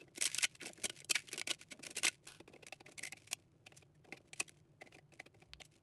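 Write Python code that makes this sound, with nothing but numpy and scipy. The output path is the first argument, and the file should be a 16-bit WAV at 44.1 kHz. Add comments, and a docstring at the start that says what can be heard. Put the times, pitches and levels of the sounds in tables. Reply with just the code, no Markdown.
"""Pliers snapping supports off a plastic shell

Steel pliers twist and tear thin supports off a hollow 3D-printed plastic shell, held in one hand over a workbench.
Each snap is a short cluster of tiny fractures: they crack directly, ring the shell wall and knock its hollow body.
Between snaps the jaws tap, squeak and scrape over the print layers, bent supports creak and the hand rubs the
shell. Filtered impulses make these sounds; low noise and two wandering sines make the faint hum of a small room."""
import sys
import numpy as np
from scipy import signal
from scipy.fft import rfft, irfft, next_fast_len
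from scipy.io import wavfile
from scipy.ndimage import uniform_filter1d, minimum_filter1d, map_coordinates

SR = 44100
rng = np.random.default_rng(int(sys.argv[2]) if len(sys.argv) > 2 else 0)


def bounce(signal):
    """Save signal as a 16-bit WAV file at the path given by the first command-line argument."""
    frames = np.transpose(np.atleast_2d(signal))
    limited = np.clip(frames, -1, 1)
    pcm = np.round(limited * 32767).astype(np.int16)
    wavfile.write(sys.argv[1], SR, pcm)


N = 256662

# Hollow body, damped by the hand. Each row: pitch in Hz, width in Hz, typical level in dB rim up, same face up.
BODY_MODES = [(219, 79.5, 2.5, -1.5), (339.3, 78, 6.5, 2), (483, 213, -0.5, 0), (602, 110, 2, 0.5),
              (782, 120, -6, -1.5), (890, 720, -12.5, -8.5)]
# Shell wall. Each row: pitch in Hz, width in Hz, typical level in dB rim up, same face up.
WALL_MODES = [(1276, 93, -15.5, -25), (1464, 68, -7, -24), (2124, 290, -9.5, -5), (3040, 280, -4, -5),
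              (3020, 47, -11.5, -22.5), (4360, 170, -11.5, -12.5)]
# The wall's many heavily damped modes, blended into one smooth spectrum. Each row: frequency in Hz, dB per Hz.
WALL_BLEND = [(500, -32.5), (1100, -18.5), (2300, -17), (3500, -19), (5000, -15), (8000, -33.5),
              (12000, -30.5)]
# Thin support struts. Each row: typical pitch in Hz, width in Hz, relative level in dB.
STRUT_MODES = [(3930, 350, 3.5), (6000, 87, -11), (5620, 460, 2), (7820, 210, -10.5), (7905, 140, 1.5),
               (7950, 160, -10.5), (9280, 110, -18.5), (11370, 110, -3)]
# Spectrum of a fracture. Each row: frequency in Hz, relative dB per Hz.
CRACK_SPECTRUM = [(600, -34), (1500, -26.5), (3000, -3.5), (4500, 0), (8000, 8), (11000, 8), (12500, -3.5),
                  (15000, -37.5)]
# How far the shell is turned over. Each row: time in seconds, position from 0 (rim up) to 1 (face up).
FACE_UP = [(2.1, 0.16), (2.6, 1)]
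# Supports breaking. Each row: main break in seconds, relative build-up time, relative die-away time,
# wall ring in dB, crack in dB before its trim, body knock in dB, leading wall pitch in Hz.
SNAPS = [(0.181, 0.0068, 0.0025, -51.5, -46.5, -48.5, 2150),
         (0.2132, 0.0026, 0.0037, -46.5, -38.5, -56.5, 2280),
         (0.2242, 0.0023, 0.0019, -43, -31.5, -60.5, 2120), (0.2337, 0.0028, 0.0024, -44, -44, -61, 2550),
         (0.2421, 0.00078, 0.0022, -49.5, -37, -65, 2730), (0.255, 0.0012, 0.0063, -36.5, -31, -70.5, 2960),
         (0.266, 0.0057, 0.0078, -42.5, -36, -56.0, 2170), (0.3466, 0.00098, 0.001, -52.5, -37, -71, 2660),
         (0.3603, 0.0014, 0.004, -55, -52, -71, 2290), (0.386, 0.0033, 0.0012, -37.0, -34.0, -58.5, 2614),
         (0.4309, 0.0045, 0.0058, -35.5, -32, -66, 2520), (0.4433, 0.0034, 0.0038, -25, -29, -55.5, 2240),
         (0.452, 0.0037, 0.0017, -38, -38.5, -59.5, 2038), (0.555, 0.0033, 0.0011, -56.5, -60, -81, 2640),
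         (0.6155, 0.0018, 0.0017, -49, -77, -70.5, 2270), (0.6597, 0.001, 0.0025, -50, -64, -60, 2700),
         (0.6705, 0.0078, 0.0025, -54, -47.0, -51.5, 2500), (0.734, 0.0012, 0.0013, -71, -54.5, -80, 2340),
         (0.8423, 0.0034, 0.0075, -41.0, -36, -44.5, 2280), (0.8551, 0.0022, 0.0055, -39.5, -36, -50, 3100),
         (0.898, 0.0017, 0.0037, -43.5, -47.5, -53.0, 2970),
         (1.0036, 0.00099, 0.0033, -59, -54.5, -74, 2300),
         (1.0462, 0.00082, 0.0038, -62.5, -53, -66.5, 3170), (1.1, 0.0035, 0.0019, -46, -41, -50, 2620),
         (1.112, 0.0037, 0.0038, -30.5, -27.5, -49.5, 2480), (1.1554, 0.0025, 0.007, -29, -42, -61, 2300),
         (1.2879, 0.0016, 0.0037, -53, -56.5, -62.0, 3200), (1.3308, 0.00071, 0.0038, -47, -42, -53, 2390),
         (1.378, 0.00057, 0.0074, -44.5, -43.5, -52.5, 2820),
         (1.397, 0.0017, 0.001, -46.5, -43.0, -59.5, 2300),
         (1.4146, 0.00027, 0.0023, -39.0, -49, -58, 2240),
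         (1.4751, 0.0027, 0.0062, -40, -42.5, -50.5, 2170), (1.5065, 0.0081, 0.0037, -37.5, -41, -50, 2260),
         (1.513, 0.0027, 0.0043, -35, -38.5, -53.5, 2950), (1.614, 0.0013, 0.0017, -54, -56, -79, 2330),
         (1.7223, 0.0083, 0.0072, -47, -49.5, -57, 2180),
         (1.8368, 0.0053, 0.005, -49.5, -49.5, -57.5, 2400),
         (1.909, 0.0013, 0.0074, -56.5, -50.5, -58, 2440),
         (1.9717, 0.004, 0.0041, -45.5, -40.0, -51.5, 2420), (1.985, 0.01, 0.0074, -43, -40.5, -63, 2760),
         (2.0329, 0.00038, 0.0055, -38.5, -38, -58.5, 2820),
         (2.0481, 0.0034, 0.0027, -30.5, -37.5, -44.5, 2640),
         (2.0546, 0.0035, 0.0033, -35.5, -32, -55, 3070),
         (2.0684, 0.0028, 0.0084, -30.5, -39.5, -53.0, 2050), (2.0819, 0.0022, 0.0032, -34, -32, -58, 2700),
         (2.274, 0.0013, 0.0024, -61, -52, -75, 2840), (2.667, 0.0012, 0.0077, -54, -53.0, -62.5, 2230),
         (2.6843, 0.0011, 0.001, -58.5, -59, -83, 2340), (2.9207, 0.0039, 0.0061, -63, -60.5, -66, 2230),
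         (3.275, 0.0033, 0.011, -58.5, -59, -75, 2250), (3.3137, 0.0016, 0.0094, -51, -48, -59.5, 2320),
         (3.3311, 0.0013, 0.0016, -38.5, -36, -55.5, 2350), (3.7749, 0.0068, 0.0067, -65, -55.5, -82, 2750),
         (4.332, 0.00058, 0.0052, -48.5, -53, -62, 2330), (4.4044, 0.0033, 0.0011, -33.5, -33, -53, 2534),
         (4.409, 0.00054, 0.0072, -52, -56, -47.5, 2540), (4.4821, 0.0025, 0.0035, -59, -60.5, -81, 3200),
         (4.494, 0.0006, 0.0017, -60.5, -56.5, -64.5, 1830),
         (5.6178, 0.0028, 0.002, -51.0, -59.5, -64, 2870), (5.652, 0.0022, 0.008, -71, -60, -90, 3080)]
# Jaws and fingers knocking the shell. Each row: main contact in seconds, relative build-up time,
# body knock in dB before the trim of the taps, wall ring in dB before the same trim, leading wall pitch in Hz.
TAPS = [(0.0144, 0.01, -55.5, -54.5, 2580), (0.081, 0.002, -62.5, -67, 1970),
        (0.697, 0.0043, -49.5, -67, 1740), (1.0174, 0.0012, -63.5, -58, 2130),
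        (1.344, 0.0072, -56.5, -44, 2320), (1.7949, 0.0022, -49.5, -78, 1870),
        (2.4025, 0.0018, -49.0, -59.5, 2480), (2.477, 0.00041, -53.5, -59, 2410),
        (2.5384, 0.0071, -55.5, -60.5, 2520), (2.562, 0.0028, -55.5, -59.5, 2140),
        (2.6316, 0.0044, -54.5, -54, 2620), (2.7242, 0.00046, -48, -44, 2640),
        (2.8076, 0.0035, -52.5, -56, 2305), (2.8648, 0.0017, -65.5, -52, 2123),
        (2.8868, 0.0042, -55.5, -71, 2030), (3.1304, 0.002, -54, -47.5, 2430),
        (3.173, 0.0042, -69, -55, 2340), (3.668, 0.0029, -58, -50.5, 2340),
        (3.7217, 0.0011, -58.5, -59.5, 2610), (3.827, 0.0038, -61.5, -62.5, 2400),
        (4.0507, 0.0051, -59.5, -70, 2506), (4.0877, 0.0025, -59, -73, 2250),
        (4.1243, 0.0005, -47.5, -43, 2130), (4.1442, 0.0076, -55, -61.5, 2280),
        (4.1748, 0.0044, -72, -55.5, 2290), (4.8205, 0.0068, -50, -49, 1987),
        (4.8734, 0.0068, -59.5, -57.5, 2020), (4.925, 0.0025, -66, -59.5, 2670),
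        (4.9486, 0.0028, -58.5, -55, 2365), (4.9861, 0.0016, -62.0, -58.5, 2010),
        (5.122, 0.001, -67, -63.5, 2360), (5.2, 0.0034, -52, -44.5, 2030),
        (5.2648, 0.0037, -55, -58.5, 2385), (5.3467, 0.0025, -62.5, -71, 2260),
        (5.4227, 0.0039, -59, -60, 2317), (5.6042, 0.0032, -55.5, -53, 3000)]
# Jaws slipping on the wall. Each row: main slip in seconds, relative length, ring level in dB, leading pitch in Hz.
SQUEAKS = [(2.982, 0.0055, -50, 2220), (2.993, 0.0027, -47.5, 2100), (3.036, 0.0083, -43, 2020),
           (3.053, 0.0036, -46, 2040), (3.073, 0.013, -47, 2080), (3.125, 0.0031, -48, 2120),
           (3.955, 0.011, -77, 1830)]
# Bending supports, pitch sinking as they give. Each row: start in seconds, length in seconds, level in dB,
# first pitch in Hz, last pitch in Hz.
CREAKS = [(0.263, 0.049, -62.5, 1900, 1500), (0.59, 0.061, -57.5, 2600, 1430),
          (0.681, 0.024, -61, 3400, 1590), (0.774, 0.012, -62.5, 2200, 1440),
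          (1.145, 0.025, -40, 2700, 1650), (1.165, 0.051, -56, 2350, 2112)]
# Strokes of the pliers, the other hand bracing the shell. Each row: start in seconds, length in seconds before
# the release, jaw scrape in dB before its trim, hand rub in dB before its trim.
STROKES = [(0.0, .035, -70.5, -54.5), (0.069, 0.0086, -85, -59), (0.137, 0.054, -61, -76),
           (0.2, 0.095, -45.5, -86), (0.31, 0.11, -47, -75), (0.491, 0.073, -68, -92),
           (0.612, 0.072, -52, -55.5), (0.706, 0.026, -65, -72), (0.753, 0.074, -62, -59),
           (0.864, 0.059, -66, -65), (0.94, .055, -58.5, -81), (1.132, 0.042, -45.5, -63.5),
           (1.199, 0.14, -61.5, -84), (1.311, 0.091, -59, -56.5), (1.482, 0.041, -48, -54.5),
           (1.581, 0.038, -57.5, -87), (1.654, 0.037, -73.5, -81), (1.702, 0.075, -78, -60.5),
           (1.846, 0.021, -48.5, -50.5), (1.887, 0.023, -62, -57), (1.946, 0.045, -50, -50.5),
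           (2.014, 0.074, -51, -59), (2.115, 0.022, -60, -97), (2.224, 0.038, -69, -80),
           (2.474, 0.14, -79.5, -65), (2.576, 0.067, -93, -83), (2.725, 0.014, -62.5, -86),
           (2.847, 0.068, -68.5, -60.5), (2.972, 0.11, -61, -66), (3.109, 0.015, -71, -60),
           (3.15, 0.096, -71, -83), (3.364, 0.041, -78.5, -84), (3.653, 0.017, -68, -72),
           (3.74, 0.057, -66, -71), (4.042, 0.17, -85, -69), (4.244, 0.032, -75.5, -70),
           (4.354, 0.066, -59, -69), (4.455, 0.13, -79, -96), (4.799, 0.092, -75.5, -67.5),
           (4.904, 0.065, -74, -65.5), (5.121, 0.02, -68.5, -63.5), (5.189, 0.022, -63.5, -58.5),
           (5.338, 0.11, -81.5, -76.5), (5.598, 0.066, -78.5, -97), (5.707, 0.051, -72.5, -88)]
# Spectrum of the jaws on the print layers. Each row: frequency in Hz, relative dB per Hz.
SCRAPE_SPECTRUM = [(500, -16), (1200, -14), (2300, 3.5), (3500, -3), (6000, -4), (10000, -6), (12500, -18)]
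# Spectrum of the shell sliding on skin. Each row: frequency in Hz, relative dB per Hz.
SLIDE_SPECTRUM = [(300, -2.5), (700, -1.5), (1200, 1.5), (1550, 9), (1900, -8), (2500, 6.5), (4500, 0.5),
                  (8000, -6.5), (9500, -0.5), (12000, -10)]
# One dry tick: time in seconds, peak level in dB.
TICK = (5.535, -30)
# Spectrum of the dry tick. Each row: frequency in Hz, relative dB per Hz.
TICK_SPECTRUM = [(200, -34), (800, -7), (1800, -1), (2600, 4.5), (4700, 3.5), (5500, -9.5), (8000, -15.5),
                 (12000, -21)]
# Dull low bumps. Each row: centre in seconds, peak of the envelope in dB, pitch in Hz, envelope length in seconds.
BUMPS = [(0.853, -57.5, 69, 0.011), (2.055, -57.5, 71, 0.0091), (4.403, -63, 95.6, 0.015),
         (5.546, -61.5, 63, 0.055)]
# Room decay. Each row: frequency in Hz, time to fall 60 dB in seconds.
ROOM_DECAY = [(200, 0.34), (1000, 0.067), (4000, 0.1), (12000, 0.047)]
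# Spectrum of the room drone. Each row: frequency in Hz, relative dB per Hz.
DRONE_SPECTRUM = [(20, -19), (65, -10), (95, -5.5), (120, -2), (148, 2.5), (175, -4.5), (210, -18),
                  (340, -9.5), (450, -19), (900, -26), (2000, -35), (5000, -42.5), (12000, -47)]
# Faint wandering hum. Each row: centre pitch in Hz, centre level in dB.
HUM_LINES = [(101, -80.5), (148, -82)]

# samples that a tear may run before its main break
LEAD = SR // 50
# the body mode that leads a soft contact, a hard one rim up and a hard one face up
SOFT_KNOCK_HZ, HARD_RIM_UP_HZ, HARD_FACE_UP_HZ = 329, 574, 760
# a contact is hard when its ring exceeds its knock by more than this
HARD_RIM_UP_DB, HARD_FACE_UP_DB = 17, 1.5
# every tap has the same relative die-away time and cracks little against its ring
TAP_FADE, TAP_CRACK_DB = 0.0052, -21
# body knock and crack of a squeak, against its ring
SQUEAK_KNOCK_DB, SQUEAK_CRACK_DB = -19.5, -2.5
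# the hand damps the squeaking wall mode within a few milliseconds
SQUEAK_WIDTH_HZ = 130
CREAK_WIDTH_HZ = 290
# times of a stroke's onset, of the jaws lifting off and of the hand settling
STROKE_ATTACK_S, SCRAPE_RELEASE_S, RUB_RELEASE_S = 0.015, 0.015, 0.012
# the hand never rests entirely
RESTING_SCRAPE_DB, RESTING_RUB_DB = -91.5, -80
# the shell slides round in the palm, loudest at first, then catches and stops
TURN_S, TURN_LENGTH_S, TURN_DB, TURN_FADE_DB_PER_S = 2.267, 0.096, -51, 112
TURN_ATTACK_S, TURN_RELEASE_S = 0.0038, 0.032
# limiter ceiling (full scale) and upper band limit
CEILING_DB, TOP_HZ = -17.5, 11850


def amp(db):
    """Decibels to gain."""
    return 10 ** (np.asarray(db) / 20)


def unit(x):
    """Scale to rms 1."""
    return x / np.sqrt(np.mean(x ** 2) + 1e-20)


def along(points, hz):
    """Read (Hz, value) points on a log frequency axis."""
    f, v = np.transpose(points)
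    return np.interp(np.log(hz + 1), np.log(f + 1), v)


def wobble(rate):
    """A smooth random curve with rate knots a second."""
    knots = rng.standard_normal(int(N * rate / SR) + 4)
    return map_coordinates(knots, [np.arange(N) * rate / SR])


def filtered(x, response):
    """Pass x through a response given as a function of frequency."""
    n = len(x)
    m = 2 * next_fast_len(n // 2 + 2048)
    f = np.fft.rfftfreq(m, 1 / SR)
    return irfft(rfft(x, m) * response(f), m)[:n]


def resonances(modes, f):
    """Damped modes of (Hz, width in Hz, dB), summed with alternating sign."""
    total = 0
    for k, (centre, width, db) in enumerate(modes):
        damping = 1j * f * width
        total = total + (-1) ** k * amp(db) * damping / (centre * centre - f * f + damping)
    return total


def causal(points, f):
    """Minimum-phase response with the given spectrum: its energy comes as early as it can."""
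    cepstrum = irfft(np.log(amp(along(points, f))))
    half = len(cepstrum) // 2
    folded = np.r_[cepstrum[0], 2 * cepstrum[1:half], np.zeros(half)]
    return np.exp(rfft(folded))


def fractures(n, per_second, spread_db):
    """Irregular impulses of random sign and very uneven size."""
    happens = rng.random(n) < per_second / SR
    sign = np.sign(rng.standard_normal(n))
    size = amp(spread_db * np.clip(rng.standard_normal(n), -2, 2))
    return happens * sign * size


def stick_slip(per_second, life, steady):
    """Fine friction grains that come in short bursts, over a little steady friction."""
    catches = np.abs(fractures(N, per_second, spread_db=4))
    bursts = signal.lfilter([1], [1, -np.exp(-1 / (life * SR))], catches)
    return (steady + bursts) * fractures(N, per_second=5000, spread_db=4)


def fracture_cluster(build, fade, main_break, rise=0.97, fall=0.8):
    """Stress runs up through small fractures to the main break, then peters out."""
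    t = np.arange(-LEAD, 5 * LEAD) / SR
    time_scale = np.where(t < 0, rise * build, fall * fade)
    progress = t / np.maximum(time_scale, 1e-4)
    # the earliest part is held back, so the tear sets in suddenly
    stress = np.exp(-np.abs(progress)) * np.where(progress < -2, .4, 1)
    cluster = stress * fractures(len(t), per_second=4000, spread_db=3.5)
    cluster[LEAD] += main_break
    return cluster


def held_modes(modes, face_up, vary_db=2):
    """The shell's position and some chance set how strongly each mode answers."""
    return [(hz, width, rim + face_up * (face - rim) + vary_db * rng.standard_normal())
            for hz, width, rim, face in modes]


def leading_mode(hz, width, db, f):
    """One leading mode, a quarter cycle apart from the others."""
    return 1j * resonances([(hz, width, db)], f)


def snap(build, fade, wall_hz, knock_hz, face_up, main_break=1.4, wall_width_hz=230, knock_width_hz=90,
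         wall_db=2, body_db=2, strut_db=3):
    """One fracture cluster excites body, wall and struts: knock, ring and crack of equal energy."""
    cluster = fracture_cluster(build, fade, main_break)
    body = held_modes(BODY_MODES, face_up)
    wall = held_modes(WALL_MODES, face_up)
    # the struts are detuned afresh for each contact
    struts = [(hz * np.exp(.04 * rng.standard_normal()), width, db) for hz, width, db in STRUT_MODES]

    def body_response(f):
        """Hollow body modes with one in the lead."""
        return resonances(body, f) + leading_mode(knock_hz, knock_width_hz, body_db, f)

    def wall_response(f):
        """Wall modes and their smooth blend, with one mode in the lead."""
        return resonances(wall, f) + causal(WALL_BLEND, f) + leading_mode(wall_hz, wall_width_hz, wall_db, f)

    def crack_response(f):
        """Direct fracture sound, coloured by the struts."""
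        return causal(CRACK_SPECTRUM, f) * (1 + amp(strut_db) * resonances(struts, f))

    parts = [filtered(cluster, response) for response in (body_response, wall_response, crack_response)]
    # rms 1 when the energy is spread over a hundredth of a second
    return np.array([part / np.linalg.norm(part) for part in parts]) * np.sqrt(SR / 100)


def contact(s, build, fade, knock_db, ring_db, crack_db, wall_hz, **shape):
    """One touch on the shell: a hard one wakes a higher body mode than a soft one."""
    face_up = np.interp(s, *np.transpose(FACE_UP))
    hard = ring_db - knock_db > np.interp(face_up, [0, 1], [HARD_RIM_UP_DB, HARD_FACE_UP_DB])
    knock_hz = SOFT_KNOCK_HZ
    if hard:
        knock_hz = np.interp(face_up, [0, 1], [HARD_RIM_UP_HZ, HARD_FACE_UP_HZ])
    return amp([knock_db, ring_db, crack_db]) @ snap(build, fade, wall_hz, knock_hz, face_up, **shape)


def add(out, s, sound):
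    """Mix a contact into out with its main break at s seconds."""
    start = round(s * SR) - LEAD
    part = sound[max(-start, 0):N - start]
    out[max(start, 0):][:len(part)] += part


def snaps(crack_trim_db=-1.14):
    """Supports tear and break; levels are rms over a hundredth of a second."""
    out = np.zeros(N)
    for s, build, fade, ring, crack, knock, wall_hz in SNAPS:
        add(out, s, contact(s, build, fade, knock, ring, crack + crack_trim_db, wall_hz, main_break=1.9))
    return out


def taps(trim_db=-2.0):
    """The jaws and fingers knock the shell without breaking anything."""
    out = np.zeros(N)
    for s, build, knock, ring, wall_hz in TAPS:
        tap = contact(s, build, TAP_FADE, knock, ring, ring + TAP_CRACK_DB, wall_hz,
                      main_break=1.3, wall_db=4.0, wall_width_hz=200)
        add(out, s, tap)
    return amp(trim_db) * out


def squeaks():
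    """Each slip of the jaws drives one narrow wall mode above the rest."""
    out = np.zeros(N)
    for s, length, db, hz in SQUEAKS:
        squeak = contact(s, length / 2, length / 2, db + SQUEAK_KNOCK_DB, db, db + SQUEAK_CRACK_DB, hz,
                         main_break=0.42, wall_db=6.5, wall_width_hz=SQUEAK_WIDTH_HZ)
        add(out, s, squeak)
    return out


def creaks(count=5):
    """Stick-slip grains ring a resonance that glides down through a few crossfaded steps."""
    out = np.zeros(N)
    t = np.arange(LEAD * 6) / SR
    for start, length, db, first_hz, last_hz in CREAKS:
        progress = np.clip(t / length, 0, 1)
        slips = fractures(len(t), per_second=2500, spread_db=3) * np.sin(np.pi * progress)
        sound = np.zeros(len(t))
        for k, hz in enumerate(np.geomspace(first_hz, last_hz, count)):
            step = np.clip(1 - np.abs(progress * (count - 1) - k), 0, 1)
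            sound += filtered(slips * step, lambda f: resonances([(hz, CREAK_WIDTH_HZ, 0)], f))
        # rms 1 when the energy is spread over the creak's length
        sound *= np.sqrt(length * SR) / np.linalg.norm(sound)
        out[round(start * SR):][:len(t)] += amp(db) * sound
    return out


def stroke_level(column, release, resting_db):
    """Attack, hold and release of every stroke, over a faint resting level."""
    t = np.arange(N) / SR
    level = np.full(N, amp(resting_db))
    for (start, length, *_), db in zip(STROKES, column):
        i = max(round(start * SR), 0)
        u = t[i:i + SR // 2] - start
        attack = np.clip(u / STROKE_ATTACK_S, 0, 1)
        level[i:i + SR // 2] += amp(db) * attack * np.exp(-np.maximum(u - length, 0) / release)
    return level


def handling(rub_trim_db=-3.0, scrape_trim_db=-1):
    """Skin slips on the hollow body while the jaws tick across the print layers."""
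    _, _, scrape_db, rub_db = np.transpose(STROKES)
    slips = stick_slip(per_second=60, life=.004, steady=.3)
    ticks = stick_slip(per_second=110, life=.002, steady=.26)
    rubbing = unit(filtered(slips, lambda f: resonances([mode[:3] for mode in BODY_MODES], f)))
    scraping = unit(filtered(ticks, lambda f: causal(SCRAPE_SPECTRUM, f)))
    rub_level = stroke_level(rub_db + rub_trim_db, RUB_RELEASE_S, RESTING_RUB_DB)
    scrape_level = stroke_level(scrape_db + scrape_trim_db, SCRAPE_RELEASE_S, RESTING_SCRAPE_DB)
    return rub_level * rubbing + scrape_level * scraping


def turning():
    """The ridged wall rustles across the skin as the shell is turned over."""
    grains = stick_slip(per_second=520, life=.0015, steady=.6)
    rustle = unit(filtered(grains, lambda f: causal(SLIDE_SPECTRUM, f)))
    u = np.clip(np.arange(N) / SR - TURN_S, 0, 1)
    release = np.exp(-np.maximum(u - TURN_LENGTH_S, 0) / TURN_RELEASE_S)
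    envelope = np.minimum(u / TURN_ATTACK_S, 1) * release
    return amp(TURN_DB - TURN_FADE_DB_PER_S * u) * envelope * rustle


def tick():
    """A single dry contact: one impulse with a broad spectrum and no ringing mode."""
    s, db = TICK
    impulse = 1. * (np.arange(N) == round(s * SR))
    click = filtered(impulse, lambda f: causal(TICK_SPECTRUM, f))
    return amp(db) * click / np.abs(click).max()


def bumps():
    """Soft low pushes: short sine pulses that swell and fade smoothly."""
    t = np.arange(N) / SR
    out = np.zeros(N)
    for s, db, hz, length in BUMPS:
        envelope = np.exp(-((t - s) / length) ** 2)
        out += amp(db) * envelope * np.sin(2 * np.pi * hz * (t - s))
    return out


def bench_echoes(x, echo_db=-16, count=16):
    """The bench top and the hands throw back weak, early copies."""
    response = np.zeros(SR // 20)
    delays = rng.uniform(.001, .009, count)  # seconds
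    response[(delays * SR).astype(int)] = rng.standard_normal(count) * np.exp(-delays / .005)
    return amp(echo_db) * signal.fftconvolve(x, response / np.linalg.norm(response))[:N]


def room(x, wet_db=-26):
    """A short, faint room tail of noise that decays at its own rate in each band."""
    hz, t, z = signal.stft(rng.standard_normal(SR // 3), SR, nperseg=256)
    decay = amp(-60 * t / along(ROOM_DECAY, hz)[:, None])
    tail = signal.istft(z * decay, SR, nperseg=256)[1]
    # the tail waits 5 ms
    response = np.pad(tail / np.linalg.norm(tail), (SR // 200, 0))
    return amp(wet_db) * signal.fftconvolve(x, response)[:N]


def background(drone_db=-70.0, waver=1.7, swell_db=3):
    """Low room drone of shaped noise, with hum lines that wander in phase and level."""
    t = np.arange(N) / SR
    drone = unit(filtered(rng.standard_normal(N), lambda f: amp(along(DRONE_SPECTRUM, f))))
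    hum = np.zeros(N)
    for hz, db in HUM_LINES:
        level = amp(db + swell_db * wobble(5.4)) * np.sqrt(2)
        hum += level * np.sin(2 * np.pi * hz * t + waver * wobble(11))
    return amp(drone_db) * drone + hum


def scene():
    """Close plastic sounds, their echoes and the room."""
    work = snaps() + taps() + squeaks() + creaks() + handling() + turning() + tick() + bumps()
    work = work + bench_echoes(work)
    return (work + room(work) + background())[None]


def record(dry):
    """A fast limiter holds the highest peaks, then a steep low-pass closes the top of the band."""
    needed = np.minimum(1, amp(CEILING_DB) / (np.abs(dry) + 1e-9))
    window = SR // 500  # 2 ms
    gain = uniform_filter1d(minimum_filter1d(needed, size=window), size=window)
    return np.array([filtered(x, lambda f: 1 / np.sqrt(1 + (f / TOP_HZ) ** 120)) for x in dry * gain])


dry = scene()
out = record(dry)
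bounce(out)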